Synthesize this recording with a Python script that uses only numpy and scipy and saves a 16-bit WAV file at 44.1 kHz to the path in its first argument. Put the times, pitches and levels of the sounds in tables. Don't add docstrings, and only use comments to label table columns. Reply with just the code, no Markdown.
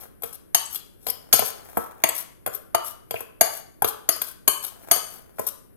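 import sys
import numpy as np
from scipy import signal
from scipy.fft import rfft, irfft
from scipy.io import wavfile
from scipy.ndimage import uniform_filter1d, minimum_filter1d

SR = 44100
rng = np.random.default_rng(int(sys.argv[2]) if len(sys.argv) > 2 else 0)


def wav_record(signal):
    frames = np.transpose(np.atleast_2d(signal))
    bounded = np.clip(frames, -1, 1)
    quanta = np.round(bounded * 32767).astype(np.int16)
    wavfile.write(sys.argv[1], SR, quanta)


N = 254259

# frequency_hz, level_db
ROOM_TONE = [(25, 0.5), (70, 5.5), (130, 1.5), (400, -1), (1200, -20.5), (3000, -28), (7000, -39.5),
             (12000, -12), (15500, -42.5)]
# frequency_hz, fade_s, level_db
KITCHEN_ECHO = [(99.2, 0.053, -5), (463, 0.47, -6.5), (1310, 0.51, -0.5), (4670, 0.48, -5.5),
                (8700, 0.43, -6), (14100, 0.28, -10)]
# middle_s, level_db, length_s
BOWL_SLIDES = [(0.01, -32, 0.11), (1.689, -36, 0.78), (4.961, -35.5, 0.54)]
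# frequency_hz, level_db
SLIDE_TONE = [(50, -1), (170, -7.5), (400, 3), (800, -4), (1250, -6), (2000, -15.5), (5000, -25.5),
              (15000, -13.5)]
# frequency_hz, level_db
THUMP_TONE = [(30, -11.5), (70, 1.5), (110, 5), (170, -2), (240, 1), (320, -3.5), (500, -14.5),
              (2000, -43.5)]
# middle_s, pitch_hz, level_db, length_s
SQUEAKS = [(0.659, 7980, -27, .008), (1.098, 5100, -29, .02), (2.093, 8030, -19, .006),
           (3.163, 2616, -29, .012), (4.13, 4900, -29, .05)]
# middle_s, level_db, length_s
SCRAPES = [(0.004, -29, 0.11), (0.272, -28, 0.077), (0.338, -21, 0.034), (0.744, -16.5, .07),
           (1.039, -35.5, 0.08), (1.086, -15, 0.037), (1.469, -9.5, 0.054), (1.702, -36.5, .14),
           (1.811, -24.5, 0.1), (2.178, -12.5, 0.074), (2.551, -17.5, 0.041), (2.878, -13.5, 0.067),
           (3.188, -28, 0.11), (3.557, -22.5, 0.092), (3.886, -6, 0.033), (4.232, -14.5, 0.036),
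           (4.286, -18.5, 0.057), (4.659, -12, 0.061), (4.857, -38, .14), (5.125, -27.5, 0.15),
           (5.426, -26.5, 0.093), (5.479, -6.5, 0.024)]
# frequency_hz, level_db
GRIT_TONE = [(300, -8.5), (1200, 2.5), (2000, -14.5), (3300, -0.5), (4600, -3), (5800, -1.5), (6800, -9.5),
             (8500, -2.5), (10500, 3.5), (11400, 2.5), (12200, 8.5), (13500, 9), (14500, -27), (15500, -3)]
# frequency_hz, level_db
CRACK_TONE = [(40, -35), (150, -0.5), (350, -9), (800, 0), (1400, -6.5), (2500, -1.5), (3700, 2),
              (5500, -0.5), (7300, -14), (8200, -4), (12500, 13), (13900, 15.5), (14500, -12.5),
              (15500, -19.5)]
# pitch_hz, level_db, fade_s
SPOON_NOTES = [(378, 6.5, 0.025), (447, 9.5, 0.049), (570, 3.5, 0.034), (745, 8.5, 0.019),
               (1016, 0.5, 0.055), (1325, -13, 0.17), (1560, -12.5, 0.014), (2260, -25.5, 0.027),
               (2500, -35.5, 0.0024), (3260, 23.5, 0.0044), (4230, 11.5, 0.0076), (5940, -29, 0.0067),
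               (6750, 4, 0.02), (8020, 0, 0.029), (10530, 7, 0.03), (11400, -21, 0.034),
               (11760, 8.5, 0.044), (12900, -17.5, 0.029), (13150, -15.5, 0.029)]
# pitch_hz, level_db, fade_s
BOWL_NOTES = [(352, -11, 0.051), (436, -11, 0.05), (684, -3, 0.033), (910, -8.5, 0.049), (1125, -20, 0.042),
              (1131, -17.5, 0.083), (1300, -32.5, 0.039), (1420, 2.5, 0.0028), (2066, 2, 0.0039),
              (2480, -0.5, 0.0079), (2990, 2, 0.025), (4090, -15.5, 0.1), (4517, 7.5, 0.02),
              (6442, 7.5, 0.014), (7850, -10.5, 0.013), (8790, 3, 0.035), (10430, 3, 0.025),
              (10655, -0.5, 0.11), (11600, -12, 0.0092), (11140, 3.5, 0.0074), (12370, 7.5, 0.012),
              (12770, 8.5, 0.016), (13340, -13.5, 0.0086), (14280, 0.5, 0.032)]
# start_s, top_db, ring_db, knock_db, knock_hz, chatter_s
JABS = [(0.221, -22, -47, -46, 447.4, 0.014), (0.234, -15, -30, -32, 454, 0.051),
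        (0.7577, -17, -23.5, -55.5, 1180, 0.012), (1.0676, -15, -24.5, -31.5, 775, 0.0049),
        (1.0859, -16, -30, -35.5, 530, 0.012), (1.0993, -9, -26, -44.5, 523, .016),
        (1.3354, 5, -20, -20, 546, 0.012), (1.3921, -6, -18, -24, 670, 0.014),
        (1.422, -27, -36.5, -25, 458, 0.03), (1.7712, -13, -57, -20.5, 906, .045),
        (2.0886, -9, -23.5, -35, 665, .02), (2.4624, -13, -28.5, -29.5, 388, 0.015),
        (2.4744, -19, -45, -28.5, 436, 0.019), (2.548, -15, -42, -40.5, 577, .02),
        (3.109, -15.5, -24, -32, 590, 0.0085), (3.1414, -30, -36.5, -28, 635, .007),
        (3.2053, -20.5, -44.5, -35, 1067, 0.0047), (3.8213, -8, -32, -21, 864, 0.0052),
        (3.8445, -7, -18, -20, 1163, 0.0302), (4.1621, -23, -32, -42.5, 1355, 0.0085),
        (4.2167, -9.5, -23.5, -36, 1555, .014), (4.6461, -20, -28.5, -46.5, 1405, 0.018),
        (4.9618, -18, -29.5, -31, 465, 0.013), (5.385, -31, -42, -35.5, 707, .03),
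        (5.3939, -15.5, -45, -25.5, 603, 0.013), (5.4682, -10.5, -53, -44, 638, 0.025)]
# start_s, top_db, ring_db, knock_db, ring_hz, knock_hz, chatter_s
CLINKS = [(0.5466, -3.5, -19, -25, 6590, 1123, 0.006), (1.328, 4.5, -14, -25.5, 6630, 1314, 0.0077),
          (2.0378, -9.5, -22.5, -20, 6450, 716, 0.0074), (2.7469, -16, -29, -19.5, 2940, 1190, 0.028),
          (3.4099, -0.5, -19, -16.5, 6600, 727, 0.011), (4.0898, -4.5, -26, -26.5, 4634, 1244, 0.0054),
          (4.4774, 1, -21, -22, 3096, 1208, .014), (4.9126, 2.5, -16.5, -21, 6720, 1247, 0.014)]
# frequency_hz, right_quieter_db, right_ahead_radians
MIC_SIDES = [(60, -0.5, 3.02), (252, 0.5, 2.81), (620, 3, 2.23), (1180, 4, 4.33), (1715, -0.5, 7.44),
             (4170, 7, 9.35), (6530, 9.5, 9.54), (8940, 14, 17), (11300, 21, 10)]

KNOCK_BAND_HZ, RING_BAND_HZ, TOP_ABOVE_HZ = (190, 1600), (2040, 7500), 7500


def undb(db):
    return 10 ** (np.asarray(db) / 20)


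def fade(t, fade_s):
    return np.exp(-np.log(1000) * t / fade_s)


def look_up(points, hz, column=1):
    table = np.array(points, float)
    return np.interp(np.log(hz + 1), np.log(table[:, 0]), table[:, column])


def freqs(size):
    return np.fft.rfftfreq(size, 1 / SR)


def colour(x, tone):
    size = 2048
    cepstrum = irfft(np.log(undb(look_up(tone, freqs(size)))))
    cepstrum[1:size // 2] *= 2
    cepstrum[size // 2 + 1:] = 0
    return signal.fftconvolve(x, irfft(np.exp(rfft(cepstrum))))[:len(x)]


def band(x, hz, kind):
    return signal.sosfilt(signal.butter(4, hz, kind, fs=SR, output="sos"), x)


def unit(x, size=None):
    return x / np.sqrt(np.mean(x[:size] ** 2))


def add(track, start_s, x):
    start = max(int(start_s * SR), 0)
    track[start:start + len(x)] += x[:N - start]


def swells(middles_s, levels_db, lengths_s):
    t = np.arange(N) / SR
    power = np.zeros(N)
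    for middle, db, length in zip(middles_s, levels_db, lengths_s):
        near = slice(max(int((middle - 2 * length) * SR), 0), int((middle + 2 * length) * SR))
        power[near] += undb(2 * db) * np.exp(-2 * (2 * (t[near] - middle) / length) ** 2)
    return np.sqrt(power)


def grains(per_second, spread_db):
    clicks = (rng.random(N) < per_second / SR) * rng.standard_normal(N)
    return clicks * undb(spread_db * np.minimum(rng.exponential(size=N), 4))


def room_noise(level_db):
    shared, left, right = (unit(colour(rng.standard_normal(N), ROOM_TONE)) for _ in range(3))
    return undb(level_db) * (shared + 0.53 * np.array([left, right]))


def kitchen_echo(x, build_s, bass_likeness):
    t = np.arange(SR) / SR
    hz = freqs(SR)
    shared, own = rfft(rng.standard_normal(SR)), rfft(rng.standard_normal((2, SR)))
    share = bass_likeness / (1 + (hz / 1500) ** 2)
    noise = np.sqrt(share) * shared + np.sqrt(1 - share) * own
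    log_centres = np.log(np.array(KITCHEN_ECHO)[:, 0])
    echo = 0
    for (_, fade_s, db), this_band in zip(KITCHEN_ECHO, np.eye(len(KITCHEN_ECHO))):
        part = irfft(noise * np.interp(np.log(hz + 1), log_centres, this_band), SR)
        decay = fade(t, fade_s) * (1 - np.exp(-t / build_s))
        echo += undb(db) * part * decay / np.linalg.norm(decay)
    return signal.fftconvolve(x[None], echo, axes=1)[:, :N]


def near_echo(x, level_db, spread_s):
    t = np.arange(SR // 40) / SR
    bounces = band(rng.standard_normal((2, len(t))), 610, "high") * np.exp(-t / spread_s) * (t > .0005)
    bounces /= np.linalg.norm(bounces, axis=1, keepdims=True)
    return undb(level_db) * signal.fftconvolve(x[None], bounces, axes=1)[:, :N]


def bowl_slides(level_db):
    middle_s, db, length_s = np.transpose(BOWL_SLIDES)
    rub = unit(colour(grains(per_second=1600, spread_db=6), SLIDE_TONE))
    return rub * swells(middle_s, db + level_db, length_s)


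def counter_thumps(contacts, level_db, fade_s):
    t = np.arange(SR // 4) / SR
    out = np.zeros(N)
    for start_s, _, _, knock_db, *_ in contacts:
        thump = colour(rng.standard_normal(len(t)) * fade(t, fade_s), THUMP_TONE)
        add(out, start_s, undb(knock_db + level_db) * unit(thump, SR // 64))
    return out


def squeaks(waver_hz):
    out = np.zeros(N)
    for middle_s, hz, db, length_s in SQUEAKS:
        pitch = hz + waver_hz * unit(uniform_filter1d(rng.standard_normal(N), size=48))
        out += np.sin(2 * np.pi * np.cumsum(pitch) / SR) * swells([middle_s], [db], [length_s])
    return out


def spoon_scrapes(sizzle_db, rasp_db, steel_db, slip_hz, slip_db):
    step = int(SR / slip_hz)
    slips = np.repeat(rng.standard_normal(N // step + 1), step)[:N]
    bunches = undb(slip_db * np.clip(uniform_filter1d(slips, step // 2), -2, 1.5))
    crunch = colour(grains(per_second=7000, spread_db=2.6) * bunches, GRIT_TONE)
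    hz, db, fade_s = np.transpose(SPOON_NOTES)[:, :, None]
    t = np.arange(SR // 16) / SR
    steel = np.sum(undb(db) * fade(t, fade_s) * np.sin(2 * np.pi * hz * t), axis=0)
    crunch = unit(crunch) + undb(steel_db) * unit(signal.fftconvolve(crunch, steel)[:N])
    sizzle = undb(sizzle_db) * unit(band(crunch, TOP_ABOVE_HZ, "high"))
    rasp = undb(rasp_db) * unit(band(crunch, TOP_ABOVE_HZ, "low"))
    return swells(*np.transpose(SCRAPES)) * (sizzle + rasp)


def hits(contacts, notes, crack_db, top_db, ring_db, knock_db, top_hz):
    hz, db, fade_s = np.transpose(notes)[:, :, None]
    t = np.arange(SR // 8) / SR
    attack = SR // 64
    accent_shape = fade(t, .022) * (1 - np.exp(-t / 0.0029))
    out = np.zeros(N)
    for start_s, top, ring, knock, ring_hz, knock_hz, chatter_s in contacts:
        chatter = rng.standard_normal(len(t)) * fade(t, chatter_s) * (1 - np.exp(-t / 0.00075))
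        force = undb(-1.5) * chatter / np.linalg.norm(chatter)
        force[0] += 1
        detune = 1 + 0.015 * rng.standard_normal((len(notes), 1))
        phase = 2 * np.pi * (hz * detune * t + rng.random((len(notes), 1)))
        body = np.sum(undb(db) * fade(t, fade_s) * np.sin(phase), axis=0)
        ringing = unit(signal.fftconvolve(force, body)[:len(t)], attack)
        hit = ringing + undb(crack_db) * unit(colour(chatter, CRACK_TONE), attack)
        place = 1 + .07 * rng.uniform(-1.1, 1)
        parts = [(band(hit, TOP_ABOVE_HZ, "high"), top_hz * place, top + top_db),
                 (band(hit, RING_BAND_HZ, "band"), ring_hz, ring + ring_db),
                 (band(hit, KNOCK_BAND_HZ, "band"), knock_hz, knock + knock_db)]
        for part, accent_hz, level_db in parts:
            accent = undb(-6) * unit(np.sin(2 * np.pi * accent_hz * t) * accent_shape, attack)
            add(out, start_s, undb(level_db) * unit(unit(part, attack) + accent, attack))
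    return out


def spoon_jabs(ring_hz):
    contacts = [(start_s, top, ring, knock, ring_hz, knock_hz, chatter_s)
                for start_s, top, ring, knock, knock_hz, chatter_s in JABS]
    return hits(contacts, SPOON_NOTES, crack_db=0, top_db=-13.5, ring_db=-13, knock_db=-0.5, top_hz=11630)


def glass_clinks():
    return hits(CLINKS, BOWL_NOTES, crack_db=1, top_db=-7.5, ring_db=2, knock_db=2, top_hz=11690)


def scene():
    stirring = glass_clinks() + spoon_jabs(ring_hz=4815)
    stirring += spoon_scrapes(sizzle_db=-16, rasp_db=-29, steel_db=-20.5, slip_hz=240, slip_db=4.5)
    stirring += counter_thumps(CLINKS, level_db=-15.5, fade_s=0.065)
    stirring += counter_thumps(JABS, level_db=-11, fade_s=0.082)
    stirring += squeaks(waver_hz=250) + bowl_slides(level_db=-12)
    echoes = kitchen_echo(stirring, build_s=0.0031, bass_likeness=0.84)
    echoes += near_echo(stirring, level_db=-0.5, spread_s=.004)
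    return stirring + echoes + room_noise(level_db=-53)


def record(dry):
    hz = freqs(N)
    shade = undb(-look_up(MIC_SIDES, hz, column=1))
    phase_shift = np.exp(1j * look_up(MIC_SIDES, hz, column=2))
    pair = np.array([dry[0], irfft(rfft(dry[1]) * shade * phase_shift, N)])
    ceiling, hold = 1.4, SR // 500
    needed_gain = ceiling / np.maximum(np.abs(pair), ceiling)
    gain = uniform_filter1d(minimum_filter1d(needed_gain, hold), hold)
    clipped = np.clip(pair * gain, -.95, .95)
    treble_cut = signal.ellip(8, .2, 70, 15500, fs=SR, output="sos")
    return signal.sosfilt(treble_cut, clipped)


dry = scene()
out = record(dry)
wav_record(out)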